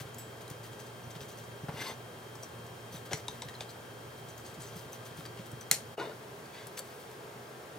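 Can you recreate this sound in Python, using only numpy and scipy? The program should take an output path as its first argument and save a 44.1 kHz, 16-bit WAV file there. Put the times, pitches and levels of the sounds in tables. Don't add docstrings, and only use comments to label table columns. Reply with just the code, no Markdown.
import sys
import numpy as np
from scipy import signal
from scipy.fft import rfft, irfft, next_fast_len
from scipy.io import wavfile
from scipy.ndimage import uniform_filter1d

SR = 44100
rng = np.random.default_rng(int(sys.argv[2]) if len(sys.argv) > 2 else 0)


def waveform_to_disk(signal):
    frames = np.transpose(np.atleast_2d(signal))
    scaled = np.clip(frames, -1, 1) * 32767
    samples = np.round(scaled).astype(np.int16)
    wavfile.write(sys.argv[1], SR, samples)


def gain_from_db(level_db):
    decades = np.asarray(level_db, float) / 20
    return 10 ** decades


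N = 343142
CHANGE_S = 5.966

# f/Hz, likeness/0..1
PORT_LIKENESS = [(60, 0.98), (250, 0.9), (450, 0.78), (800, 0.16), (1500, 0.064), (3000, 0.38),
                 (6000, 0.59), (12000, 0.77)]
# f/Hz, left-right level/dB
PORT_LEAN = [(110, -1), (200, 1.5), (380, -1), (700, -1.5), (1290, 2.5), (2380, 1), (4400, 1.5), (10000, 5)]


def rms_one(x):
    return x / np.sqrt(np.mean(x ** 2) + 1e-20)


def in_time(spans):
    rows = []
    for span in spans:
        quiet = [-100] * (len(span[0]) - 1)
        rows += [(span[0][0] - .004, *quiet), *span, (span[-1][0] + .004, *quiet)]
    s, *columns = np.transpose(rows)
    return [gain_from_db(np.interp(np.arange(N) / SR, s, c)) for c in columns]


def at_hz(points, hz):
    f, value = np.array(points)[:, :2].T
    return np.interp(np.log(hz), np.log(f), value)


def band(x, low_hz, high_hz):
    edges = [low_hz, min(high_hz, .45 * SR)]
    return signal.sosfilt(signal.butter(2, edges, "band", fs=SR, output="sos"), x)


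def pan(x, db):
    return np.outer(gain_from_db([db / 2, -db / 2]), x)


def add(out, s, sound):
    at = round(s * SR)
    out[..., at:at + sound.shape[-1]] += sound[..., :N - at]


def ring(clicks, hz, t60):
    r = gain_from_db(-60 / (max(t60, .002) * SR))
    w = 2 * np.pi * hz / SR
    return signal.lfilter([0, np.sin(w)], [1, -2 * r * np.cos(w), r * r], clicks + 1e-18)


def strike(events, modes, scatter_db):
    at = [round(s * SR) for s, db in events]
    luck = rng.standard_normal((len(events), len(modes)))
    out = 0
    for k, (hz, level_db, t60) in enumerate(modes):
        clicks = np.zeros(N)
        hit_db = np.array(events)[:, 1] + level_db + scatter_db * luck[:, k]
        clicks[at] = gain_from_db(hit_db) * np.sign(luck[:, k - 1])
        out = out + ring(np.roll(clicks, shift=9 * k), hz, t60)
    return out


def resonate(x, peaks):
    out = 0
    for k, (hz, width, level_db) in enumerate(peaks):
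        r = np.exp(-np.pi * max(width, 1) / SR)
        poles = [1, -2 * r * np.cos(2 * np.pi * hz / SR), r * r]
        out = out + (-1) ** k * gain_from_db(level_db) * (1 - r * r) * signal.lfilter([1, 0, -1], poles, x)
    return rms_one(out)


def blotchy(x, peaks, patchy_db):
    steps = np.arange(0, N + 900, 900)
    luck_db = patchy_db * rng.standard_normal((len(peaks), len(steps)))
    out = 0
    for peak, luck in zip(peaks, luck_db):
        out = out + gain_from_db(peak[2] + np.interp(np.arange(N), steps, luck)) * resonate(x, [peak])
    return rms_one(out)


def grains(per_s, spread_db):
    sizes = gain_from_db(spread_db * np.minimum(rng.exponential(1, N), 4)) * rng.choice([-1, 1], N)
    return rms_one(sizes * (rng.random(N) < per_s / SR))


def crumble(t, length_s):
    fall = np.exp(-t / np.clip(length_s, .001, .03)) + 0.33 * np.exp(-t / 0.012)
    return np.minimum(t / 0.00012, 1) * fall


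def sing(hz, width, size):
    wander = np.sqrt(2 * np.pi * max(width, 1) / SR) * rng.standard_normal(size)
    return np.sqrt(2) * np.sin(np.cumsum(2 * np.pi * hz / SR + wander))


def crust():
    # start t/s, length/s, level/dB
    snaps = [(0.722, .046, -61), (0.791, 0.056, -55), (.86, 0.048, -60), (1.102, 0.039, -56),
             (1.204, 0.067, -55), (1.283, 0.071, -54), (1.37, 0.069, -57.5), (1.435, .03, -59),
             (2.426, 0.039, -53), (2.664, 0.014, -55), (3.119, 0.11, -52), (3.694, 0.036, -56),
             (4.284, 0.047, -56), (4.374, 0.054, -58), (4.447, 0.11, -56.5), (4.537, 0.036, -57),
             (4.598, 0.18, -56), (5.611, 0.03, -55)]
    flakes = [(0.0, 0.043, -47.5), (.18, 0.1, -59), (.406, .04, -55.5), (.498, 0.041, -51),
              (.632, 0.069, -53.5), (2.54, 0.025, -64), (2.922, 0.11, -51.5), (3.052, 0.035, -53),
              (3.3, 0.15, -57.5), (4.173, 0.049, -61), (4.756, 0.14, -54.5), (4.92, 0.068, -53),
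              (5.053, 0.051, -52.5), (5.166, 0.099, -54.5), (5.458, .03, -54), (6.668, .03, -54),
              (6.772, 0.039, -45.5), (6.843, 0.23, -60), (6.998, 0.06, -59), (7.11, 0.045, -57.5)]
    squashes = [(.06, 0.067, -59), (1.15, 0.035, -53.5), (3.108, 0.046, -51), (3.42, 0.032, -53),
                (3.482, 0.042, -53.5), (3.539, 0.029, -50.5), (3.6, 0.055, -54), (4.678, 0.091, -62),
                (5.107, 0.032, -54.5), (5.251, 0.027, -50.5), (5.372, 0.057, -56.5)]
    # crunch level/dB, top level/dB, dull level/dB
    manners = [
        (1, -3.5, -2.5),
        (-5, -3, -2.5),
        (-27, -14, 3.5),
    ]
    # f/Hz, width/Hz, level/dB
    crunch_peaks = [(4830, 990, 6), (6080, 96, 4), (6500, 340, 1), (7720, 200, 4)]
    top_peaks = [(9350, 1500, 2), (10200, 300, -9), (12200, 330, -7), (13600, 610, -3.5)]
    dull_peaks = [(1730, 850, 8.5), (2730, 1500, 9.5), (3300, 490, 1), (4100, 340, -19)]
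    levels = np.zeros((3, N))
    for rows, parts_db in zip([snaps, flakes, squashes], manners):
        for s, length_s, db in rows:
            length = max(length_s, .01) * SR
            puff = np.sin(np.pi * (np.arange(int(length)) / length) ** 0.35)
            add(levels, max(s, 0), np.outer(gain_from_db(np.array(parts_db) + db - 1), puff))
    fractures = grains(per_s=2100, spread_db=2.0)
    crunch = blotchy(fractures, crunch_peaks, patchy_db=4.5) + .5 * rms_one(band(fractures, 4200, 9100))
    top = blotchy(fractures, top_peaks, patchy_db=1.5) + 0.86 * rms_one(band(fractures, 7600, 22000))
    dull = blotchy(grains(per_s=1500, spread_db=2.0), dull_peaks, patchy_db=4.5)
    return pan(sum(level * rms_one(part) for level, part in zip(levels, [crunch, top, dull])), 4.5)


def ticks():
    # t/s, peak level/dB, strongest ring f/Hz
    blade = [
        (0.418, -45, 6590),
        (0.479, -42, 3950),
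        (2.3537, -44, 5200),
        (2.4314, -43, 5980),
        (3.1732, -39, 5650),
        (4.617, -48, 7010),
        (4.9307, -45, 6240),
        (5.2596, -38, 4700),
        (6.456, -45, 4540),
    ]
    shards = [
        (0.144, -46, 6500),
        (0.1836, -45, 9750),
        (0.5002, -43, 5900),
        (4.3799, -51, 6680),
        (4.6047, -47, 4970),
        (4.7656, -47, 6370),
        (5.516, -46, 4700),
        (5.611, -45, 5930),
        (6.669, -41, 10600),
        (6.79, -37.5, 6140),
    ]
    rim = [
        (1.159, -62, 3530),
        (1.684, -49.5, 3320),
        (5.1644, -60, 6140),
        (5.2077, -54, 3650),
        (6.096, -56, 3750),
    ]
    # crumble/s, body level/dB, top level/dB
    contacts = [
        (.0024, -2.5, -12),
        (.003, -3.5, 3),
        (.003, 12.5, -14),
    ]
    out, t = np.zeros(N), np.arange(4000) / SR
    for rows, (crumble_s, body_db, top_db) in zip([blade, shards, rim], contacts):
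        for s, peak_db, hz in rows:
            burst = rng.standard_normal((3, len(t))) * crumble(t, crumble_s)
            snap = gain_from_db(-6.0) * band(burst[0], 4500, 10000) + gain_from_db(-36) * ring(burst[0], hz, 0.015)
            body = gain_from_db(body_db + 9.5) * band(burst[1], 380, 1340)
            top = gain_from_db(top_db - 7) * band(burst[2], 6900, 17000)
            add(out, s, gain_from_db(peak_db) * (snap + body + top))
    return pan(out, 7.5)


def pings():
    # t/s, f/Hz, level/dB
    knock_rings = [(3.1305, 8060, -42), (3.1312, 2126, -29), (3.1312, 9990, -45), (3.132, 875, -35.5),
                   (3.132, 4090, -34), (3.132, 5750, -29.5), (3.132, 6840, -32), (3.1487, 4390, -49),
                   (3.1494, 7000, -51), (3.133, 1490, -42), (3.1327, 3080, -38.5), (3.1712, 6030, -53),
                   (3.1762, 7150, -55), (3.1799, 5860, -55), (3.2807, 9800, -55), (3.2814, 2240, -47),
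                   (3.2814, 5170, -52), (3.2814, 6120, -37.5), (3.2814, 11000, -47), (3.2822, 3740, -32.5),
                   (3.2822, 8500, -44), (3.2851, 924, -36), (3.2938, 6250, -46), (3.3112, 6200, -52),
                   (3.3126, 3750, -54),
                   (3.4193, 5050, -52), (3.42, 2130, -45), (3.42, 3720, -37), (3.42, 5840, -42),
                  (3.42, 7770, -44), (3.4215, 10680, -52), (3.4227, 945, -41.5), (3.4404, 4000, -51),
                  (3.4505, 5730, -56), (3.4861, 2860, -58), (3.4861, 3830, -48), (3.4876, 1870, -46),
                  (3.4875, 5080, -58), (3.4962, 1850, -46), (3.5434, 2020, -56), (3.5513, 4080, -44),
                  (3.607, 3580, -37), (3.6073, 2450, -41), (3.6073, 7670, -52), (3.607, 4740, -43),
                  (3.6087, 840, -40), (3.6094, 6400, -45), (3.6196, 4130, -50), (3.6115, 600, -39),
                  (3.69, 4130, -50), (3.6929, 4700, -49), (3.7001, 4130, -51)]
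    # t/s, f/Hz, level/dB
    shard_chips = [(0.1446, 6720, -50), (0.1446, 7320, -53), (0.4174, 6550, -57), (0.4784, 3940, -49),
                   (0.4791, 7240, -58), (0.4791, 10940, -54), (0.5001, 5770, -48), (0.5001, 10850, -58),
                   (0.5009, 8870, -55), (0.5009, 14300, -54), (0.5016, 6860, -53), (0.5016, 8010, -57),
                   (0.5016, 12140, -58), (0.6344, 6980, -55), (0.6387, 4740, -54), (0.7323, 6980, -56),
                   (1.04, 5940, -53), (1.1118, 7750, -55), (1.114, 6120, -49), (1.159, 3560, -58),
                   (1.2134, 5940, -51), (1.2178, 7670, -55), (1.2236, 5900, -54), (1.2874, 6000, -55),
                   (1.3201, 5940, -57), (1.3861, 5940, -53), (2.3534, 6100, -51), (2.3563, 5160, -54),
                   (2.4267, 9220, -49), (2.433, 5860, -41), (2.4332, 7750, -53), (2.4434, 5800, -56),
                   (2.4463, 7580, -55), (2.9288, 6030, -53), (2.9419, 3740, -52), (2.9593, 6120, -48),
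                   (2.9629, 13870, -58), (2.9658, 9900, -58), (2.9673, 3790, -48),
                   (4.3009, 6550, -55), (4.3786, 13090, -54), (4.38, 6630, -53), (4.4635, 6500, -50),
                  (4.4635, 8600, -53), (4.4765, 6550, -58), (4.5484, 6980, -58), (4.6043, 8610, -53),
                  (4.605, 5040, -52), (4.6064, 9650, -55), (4.6188, 6890, -49), (4.6188, 9400, -48),
                  (4.6384, 6460, -54), (4.7646, 12580, -53), (4.7646, 13950, -56), (4.7661, 7060, -58),
                  (4.7661, 8700, -57), (4.7682, 5340, -54), (4.769, 6290, -52), (4.7777, 4910, -55),
                  (4.7922, 4970, -51), (4.7929, 6290, -54), (4.9286, 8270, -57), (4.9293, 7320, -58),
                  (4.9293, 12230, -52), (4.9301, 13600, -55), (4.9308, 6120, -40), (4.9439, 6030, -57),
                  (4.9489, 12140, -54), (5.0658, 8270, -58), (5.0708, 6630, -60), (5.2058, 3680, -53),
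                  (5.2535, 4650, -49), (5.2617, 4650, -44), (5.5156, 8100, -53), (5.6078, 8200, -51),
                  (5.61, 6080, -43.5), (6.4582, 4530, -52), (6.5845, 3760, -52), (6.6687, 7400, -60),
                  (6.6694, 11370, -58), (6.6701, 12920, -58), (6.6708, 10600, -54), (6.77, 6200, -49)]
    # t/s, f/Hz, level/dB
    bumps = [(5.979, 440, -35), (5.98, 664, -37), (6.801, 524, -45.5), (5.996, 340, -38.5),
             (5.998, 1450, -42), (6.0, 880, -40), (6.009, 443, -39), (6.012, 1004, -37.5),
             (6.01, 1450, -42), (6.022, 455, -36.5), (6.024, 997, -38.5), (6.038, 654, -38),
             (6.048, 390, -42), (6.072, 436, -42), (6.094, 590, -44), (6.108, 414, -46), (6.12, 430, -44),
             (5.977, 2860, -49), (5.991, 2910, -51), (6.051, 3650, -54), (6.066, 3620, -54),
             (6.117, 1450, -50)]
    # rise/s, fall/s, tail/s, tail level/dB
    shapes = [
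        (.0005, .0022, .018, -19),
        (.0006, .0026, .014, -19),
        (.002, .008, .02, -16),
    ]
    out, t = np.zeros(N), np.arange(4000) / SR
    spots = [knock_rings, shard_chips, bumps]
    for rows, (rise_s, fall_s, tail_s, tail_db) in zip(spots, shapes):
        for s, hz, db in rows:
            rough = uniform_filter1d(rng.standard_normal(len(t)), size=150) * 12
            fall = np.exp(-t / fall_s) + gain_from_db(tail_db) * rough * np.exp(-t / tail_s)
            tone = np.sin(2 * np.pi * (hz * t + rng.random()))
            add(out, s, gain_from_db(db + 7.5) * (1 - np.exp(-t / rise_s)) * fall * tone)
    return pan(out, 2.8)


def knocks():
    # t/s, crack level/dB
    blows = [
        (3.1323, -23),
        (3.2824, -30),
        (3.4207, -33),
        (3.4865, -38),
        (3.4965, -46),
        (3.5507, -48),
        (3.6075, -33),
        (3.616, -39),
        (3.69, -55),
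    ]
    out, t = np.zeros(N), np.arange(4000) / SR
    for s, crack_db in blows:
        burst = rng.standard_normal(len(t)) * crumble(t, 0.0011)
        thump = gain_from_db(crack_db - 28.5) * resonate(burst, [(439, 21, 0)])
        wide = band(band(burst, 800, 9600), 800, 9600)
        add(out, s, gain_from_db(crack_db - 2.5) * wide + thump)
    return pan(out, 3.4)


def crack():
    # f/Hz, level/dB
    modes = [(860, -18), (1392, -13), (2043, -6), (3321, -11), (4221, 0), (5674, -14), (6230, -10),
             (6865, -5), (8144, -8), (9006, -10), (9500, -12), (10097, -4), (12176, -11), (14104, -10)]
    # f/Hz, width/Hz, level/dB
    shiver_peaks = [(2140, 1700, 5.5), (3150, 500, -3), (4200, 470, -14), (5700, 1400, 9),
                    (6840, 630, 10.5), (8350, 540, 11), (10100, 200, 11), (12080, 160, 8), (14070, 130, 7)]
    crack_s, crack_db = 5.7122, 2
    rise_s, fall_s = .0009, .0012
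    tail_s, tail_db = .026, -26.5
    body_s, body_db = 0.014, -37
    out, t = np.zeros((2, N)), np.arange(12000) / SR
    noise = rng.standard_normal((3, len(t)))
    blow = (1 - np.exp(-t / rise_s)) ** np.pi * np.exp(-t / fall_s)
    for (hz, db), turn in zip(modes, rng.random(len(modes))):
        tone = np.sin(2 * np.pi * (hz * t + turn))
        add(out, crack_s, pan(gain_from_db(crack_db + db) * blow * tone, at_hz(PORT_LEAN, hz) + 1.5))
    add(out, crack_s, pan(gain_from_db(crack_db - 8) * blow * band(noise[0], 1700, 16000), 4.0))
    wide = noise[1] + 0.46 * noise[2] * [[1], [-1]]
    shiver = resonate(wide, shiver_peaks) + 0.19 * band(noise[1:], 1000, 9600)
    tail = gain_from_db(tail_db) * np.minimum(t / 0.0014, 1) * np.exp(-t / tail_s)
    add(out, crack_s, shiver * tail * gain_from_db([[1.5], [-1.5]]))
    body = rms_one(band(noise[2], 400, 780)) * np.minimum(t / 0.0075, 1) * np.exp(-t / body_s)
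    add(out, crack_s, pan(gain_from_db(body_db) * body, 0))
    return out


def wheel():
    # t/s, level/dB
    flicks = [
        (0.1835, -41),
        (2.354, -58),
    ]
    # f/Hz, level/dB, t60/s
    steel = [(5120, -16, .2), (6580, -19, .15), (7720, -6, .27), (10650, -13, .26), (12130, -17, .2),
             (13860, -6, .11), (14300, -12, .1)]
    return pan(strike(flicks, steel, scatter_db=1.0), 3.9)


def skid():
    # t/s, level/dB
    slips = [
        (3.1155, -39),
        (3.1205, -40),
        (3.125, -37),
    ]
    # f/Hz, level/dB, t60/s
    modes = [(517, 4, 0.016), (733, 2.5, 0.018), (1680, -2, 0.031), (6120, -9, 0.055)]
    return pan(strike(slips, modes, scatter_db=1.0), 3.9)


def slide():
    # t/s, scrape level/dB, rumble level/dB
    pushes = [
        (1.684, -66, -58),
        (1.69, -50, -37.5),
        (1.712, -66, -48),
        (1.768, -50.5, -50),
        (1.818, -41, -42.5),
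        (1.838, -46, -51),
        (1.866, -42.5, -50),
        (1.912, -48, -44.5),
        (1.945, -62, -66),
    ]
    # f/Hz, level/dB, level gained in the second push/dB
    plate_modes = [(902, -2, 4), (1080, -4, 4), (1610, -5, -4), (2060, 2.5, 1.5), (2810, -3, -3),
                   (3520, 0, 2), (4400, -5, 5), (4940, -5, 2), (7590, -12, 0), (8270, -11, 0),
                   (8600, -13, 2), (12050, -13, 2)]
    # f/Hz, level per Hz/dB
    colour = [(1200, -3), (2000, -1), (3500, -0.5), (4800, 0), (5600, -11), (9000, -12), (13000, -10),
              (16000, -30)]
    # t/s, f/Hz, level/dB
    rim_mode = [
        (1.72, 5850, -68),
        (1.78, 5900, -60),
        (1.82, 6020, -55),
        (1.9, 6080, -58),
        (1.97, 6100, -71),
    ]
    size, second_push_s = 2 * SR, 1.845
    scrape, rumble = (level[:size] for level in in_time([pushes]))
    t, out = np.arange(size) / SR, np.zeros((2, N))
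    steps = np.arange(0, size + 400, 400)

    def judder(db):
        return np.interp(np.arange(size), steps, db * rng.standard_normal(len(steps)))

    grit = grains(per_s=6000, spread_db=2.0)[:size]
    edges = np.geomspace(1200, 16000, 12)
    broad = 0
    for k, (low, high) in enumerate(zip(edges, edges[1:])):
        level = gain_from_db(at_hz(colour, np.sqrt(low * high)) + judder(db=3.0))
        broad = broad + level * (-1) ** k * band(grit, low, high)
    push = np.tanh((t - second_push_s) / .01)
    modes = 0
    for hz, db, gain_db in plate_modes:
        modes = modes + gain_from_db(db + gain_db * push + judder(db=4.0)) * sing(hz, 85, size)
    s, hz, db = np.transpose(rim_mode)
    squeak = gain_from_db(np.interp(t, s, db, -100, -100) + judder(db=4.0)) * sing(np.interp(t, s, hz), 70, size)
    hiss = gain_from_db(-3.0) * rms_one(broad) + gain_from_db(-10) * modes
    low_grind = rms_one(band(grains(per_s=7100, spread_db=2.5)[:size], 170, 950))
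    add(out, 0, pan(scrape * hiss + squeak, 3.2))
    add(out, 0, pan(gain_from_db(-1.5) * rumble * low_grind, 1.3))
    return out


def thuds():
    # t/s, peak level/dB, f/Hz
    rocks = [(0.009, -37, 137), (0.05, -38, 124), (0.509, -35, 146), (1.068, -39, 117), (1.158, -37.5, 160),
             (1.211, -36.5, 121), (1.633, -32.5, 141), (1.6866, -29, 142), (1.739, -36, 133),
             (2.943, -35.5, 161), (3.135, -30.5, 138), (3.291, -39, 128), (3.454, -40, 131),
             (4.581, -38.5, 142), (4.759, -38, 178), (4.859, -40, 134), (5.11, -45, 136), (5.185, -35, 149),
             (5.393, -37, 190), (5.53, -33, 132), (5.711, -35, 160)]
    out, t = np.zeros(N), np.arange(4000) / SR
    swell = (1 - np.exp(-t / 0.019)) * np.exp(-t / 0.0053)
    for s, peak_db, hz in rocks:
        w = 2 * np.pi * hz
        boom = np.sin(w * t) - 0.21 * np.cos(2 * w * t) + 0.12 * np.sin(3 * w * t)
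        add(out, s, gain_from_db(peak_db + 19.5) * boom * swell)
    return pan(out, 0)


def pickup():
    # t/s, hollow level/dB, scratch level/dB
    dragged = [
        (5.972, -49, -70),
        (5.982, -35.5, -59),
        (5.998, -34, -45.5),
        (6.026, -41, -49),
        (6.07, -42, -56),
        (6.09, -50, -62),
        (6.096, -48, -59),
        (6.124, -52, -64),
        (6.14, -58, -74),
    ]
    # t/s, level/dB
    brushing = [
        (6.52, -66),
        (6.545, -51),
        (6.61, -52.5),
        (6.65, -57),
    ]
    # f/Hz, width/Hz, level/dB
    hollow_peaks = [(328, 29, -4), (392, 23, 3.5), (547, 86, -13), (650, 22, 3.5), (840, 45, -15),
                    (950, 53, -1), (1060, 37, -7), (1450, 58, -4)]
    scratch_peaks = [(1770, 500, 7.5), (2930, 88, 9.5), (3570, 190, 5), (4500, 250, -4)]
    brush_peaks = [(1610, 84, 5), (2000, 240, 4), (2930, 130, -12), (3400, 64, 6), (4280, 49, -3),
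                   (4730, 43, 1), (6140, 56, -5), (7680, 89, -13)]
    hollow, scratch = in_time([dragged])
    brush, = in_time([brushing])
    rattle = grains(per_s=6000, spread_db=2.0)
    dull = resonate(rattle, hollow_peaks) + 1.05 * rms_one(band(rattle, 290, 1540))
    sharp = resonate(rattle, scratch_peaks) + 0.41 * rms_one(band(rattle, 1600, 4600))
    brushed = resonate(rattle, brush_peaks) + 0.79 * rms_one(band(rattle, 1700, 5100))
    drag = gain_from_db(-5.0) * hollow * rms_one(dull) + gain_from_db(2.5) * scratch * rms_one(sharp)
    return pan(drag + gain_from_db(-1.0) * brush * rms_one(brushed), 2.3)


def spatula():
    # t/s, level/dB
    taps = [
        (6.773, -50),
        (6.778, -51),
        (6.783, -39),
        (6.788, -48),
        (6.7915, -32),
        (6.794, -43),
        (6.806, -46),
    ]
    # f/Hz, level/dB, t60/s
    edge_modes = [(4545, -4, .025), (6140, -6, .015), (7630, -4, .03), (9530, -4, .03), (11500, -9, .02),
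                  (13900, -12, .02), (3270, -18, .03)]
    return pan(strike(taps, edge_modes, scatter_db=1.0), 3.9)


def kitchen(x):
    t60_s, wall_cut_hz = 0.22, 11000
    size = next_fast_len(N + SR)
    w = 2 * np.pi * np.arange(size // 2 + 1) / size
    dull = 1 / (1 + 1j * w * SR / (2 * np.pi * wall_cut_hz)) ** 0.19
    paths = np.zeros((2, len(w)), complex)
    lags = (rng.uniform(0.011, 0.034, 20) * SR).astype(int)
    for k, lag in enumerate(lags):
        once = gain_from_db(-60 * lag / SR / t60_s) * dull * np.exp(-1j * w * lag)
        paths[k % 2] += (-1) ** (k // 2) * once / (1 - once)
    return irfft(rfft(x, size) * paths, size)[:, :N]


def hum():
    # f/Hz, width/Hz, level before the change/dB, level after/dB
    roars = [(124, 25, -64, -59.5), (233.9, 12, -64.5, -66), (414.3, 53, -61.5, -59)]
    # f/Hz, level before the change/dB, level after/dB
    tones = [(117.8, -55, -87.5), (1595, -65.5, -66), (3190, -63.5, -72)]
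    t = np.arange(N) / SR
    out, after = 0, t > CHANGE_S
    for hz, width, before_db, after_db in roars:
        peak = [(hz, width, 0)]
        mid, side = (resonate(resonate(v, peak), peak) for v in rng.standard_normal((2, N)))
        wide = np.sqrt(1 - np.clip(at_hz(PORT_LIKENESS, hz), 0, 1))
        out = out + gain_from_db(np.where(after, after_db, before_db)) * (mid + .5 * wide * side * [[1], [-1]])
    slow = uniform_filter1d(rng.standard_normal((2, N)), size=5000)
    wander = rms_one(uniform_filter1d(slow, size=5000))
    for hz, before_db, after_db in tones:
        phase = 2 * np.pi * hz * (t + 0.000367 * np.cumsum(wander[0]) / SR)
        level = gain_from_db(np.where(after, after_db, before_db) + 2.5 + 0.5 * wander[1])
        out = out + pan(level * np.sin(phase), at_hz(PORT_LEAN, hz))
    return out


def air():
    # f/Hz, level per Hz/dB
    colour_before = [(29, -54), (50, -24.5), (118, -5.5), (258, -17), (416, -9), (1400, -17.5), (2100, -23),
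                     (14800, -37.5)]
    colour_after = [(29, -68), (50, -21), (164, -5.5), (258, -12.5), (397, -5), (1050, -10), (2730, -20.5),
                    (14800, -33)]
    before_db, after_db = -45.5, -50
    out, edges = 0, 28 * 2 ** (np.arange(29) / 3)
    white = rng.standard_normal((2, 2, N))
    after = np.arange(N) / SR > CHANGE_S
    for k, (low, high) in enumerate(zip(edges, edges[1:])):
        mid, side = band(white[k % 2], low, high)
        hz = np.sqrt(low * high)
        alike = np.clip(at_hz(PORT_LIKENESS, hz), 0, 1)
        lean_db = at_hz(PORT_LEAN, hz)
        level_db = np.where(after, at_hz(colour_after, hz) + after_db, at_hz(colour_before, hz) + before_db)
        both = np.sqrt(1 + alike) * mid + np.sqrt(1 - alike) * side * [[1], [-1]]
        out = out + gain_from_db(level_db + 18.5) * both * gain_from_db([[lean_db / 2], [-lean_db / 2]])
    return out


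def scene():
    cutting = crust() + ticks() + pings() + knocks() + crack() + wheel() + skid()
    near = cutting + slide() + pickup() + spatula()
    room = gain_from_db(-18.5) * kitchen(near.mean(axis=0))
    return near + room + thuds() + hum() + air()


def low_pass(x):
    return signal.sosfilt(signal.butter(12, 16730, fs=SR, output="sos"), x)


def record(dry):
    # f/Hz, lead/rad
    left_lead = [(520, -0.26), (1120, 0.75), (1640, -0.76), (2240, 1), (4130, 0.7), (6630, 1), (7840, 0.9),
                 (9990, -0.68)]
    low_hz, top_hz = 60, 16000
    narrow_hz, narrow_db = 12400, -7
    size = next_fast_len(N)
    lead = at_hz(left_lead, np.arange(1, size // 2 + 2) * SR / size)
    left, right = rfft(dry, size) * np.exp(.5j * lead * [[1], [-1]])
    hz = np.arange(len(left)) * SR / size
    side = (left - right) / 2 * gain_from_db(narrow_db * (hz > narrow_hz))
    ports = irfft((left + right) / 2 + side * [[1], [-1]], size)[:, :N]
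    ports = signal.sosfilt(signal.butter(3, low_hz, "high", fs=SR, output="sos"), ports)
    ports = signal.sosfilt(signal.cheby2(14, 50, top_hz + 400, fs=SR, output="sos"), ports)
    fade_db = np.interp(np.arange(N) / SR, [CHANGE_S - .024, CHANGE_S, CHANGE_S + .012], [0, -16, 0])
    return low_pass(ports * gain_from_db(fade_db))


dry = scene()
out = record(dry)
waveform_to_disk(out)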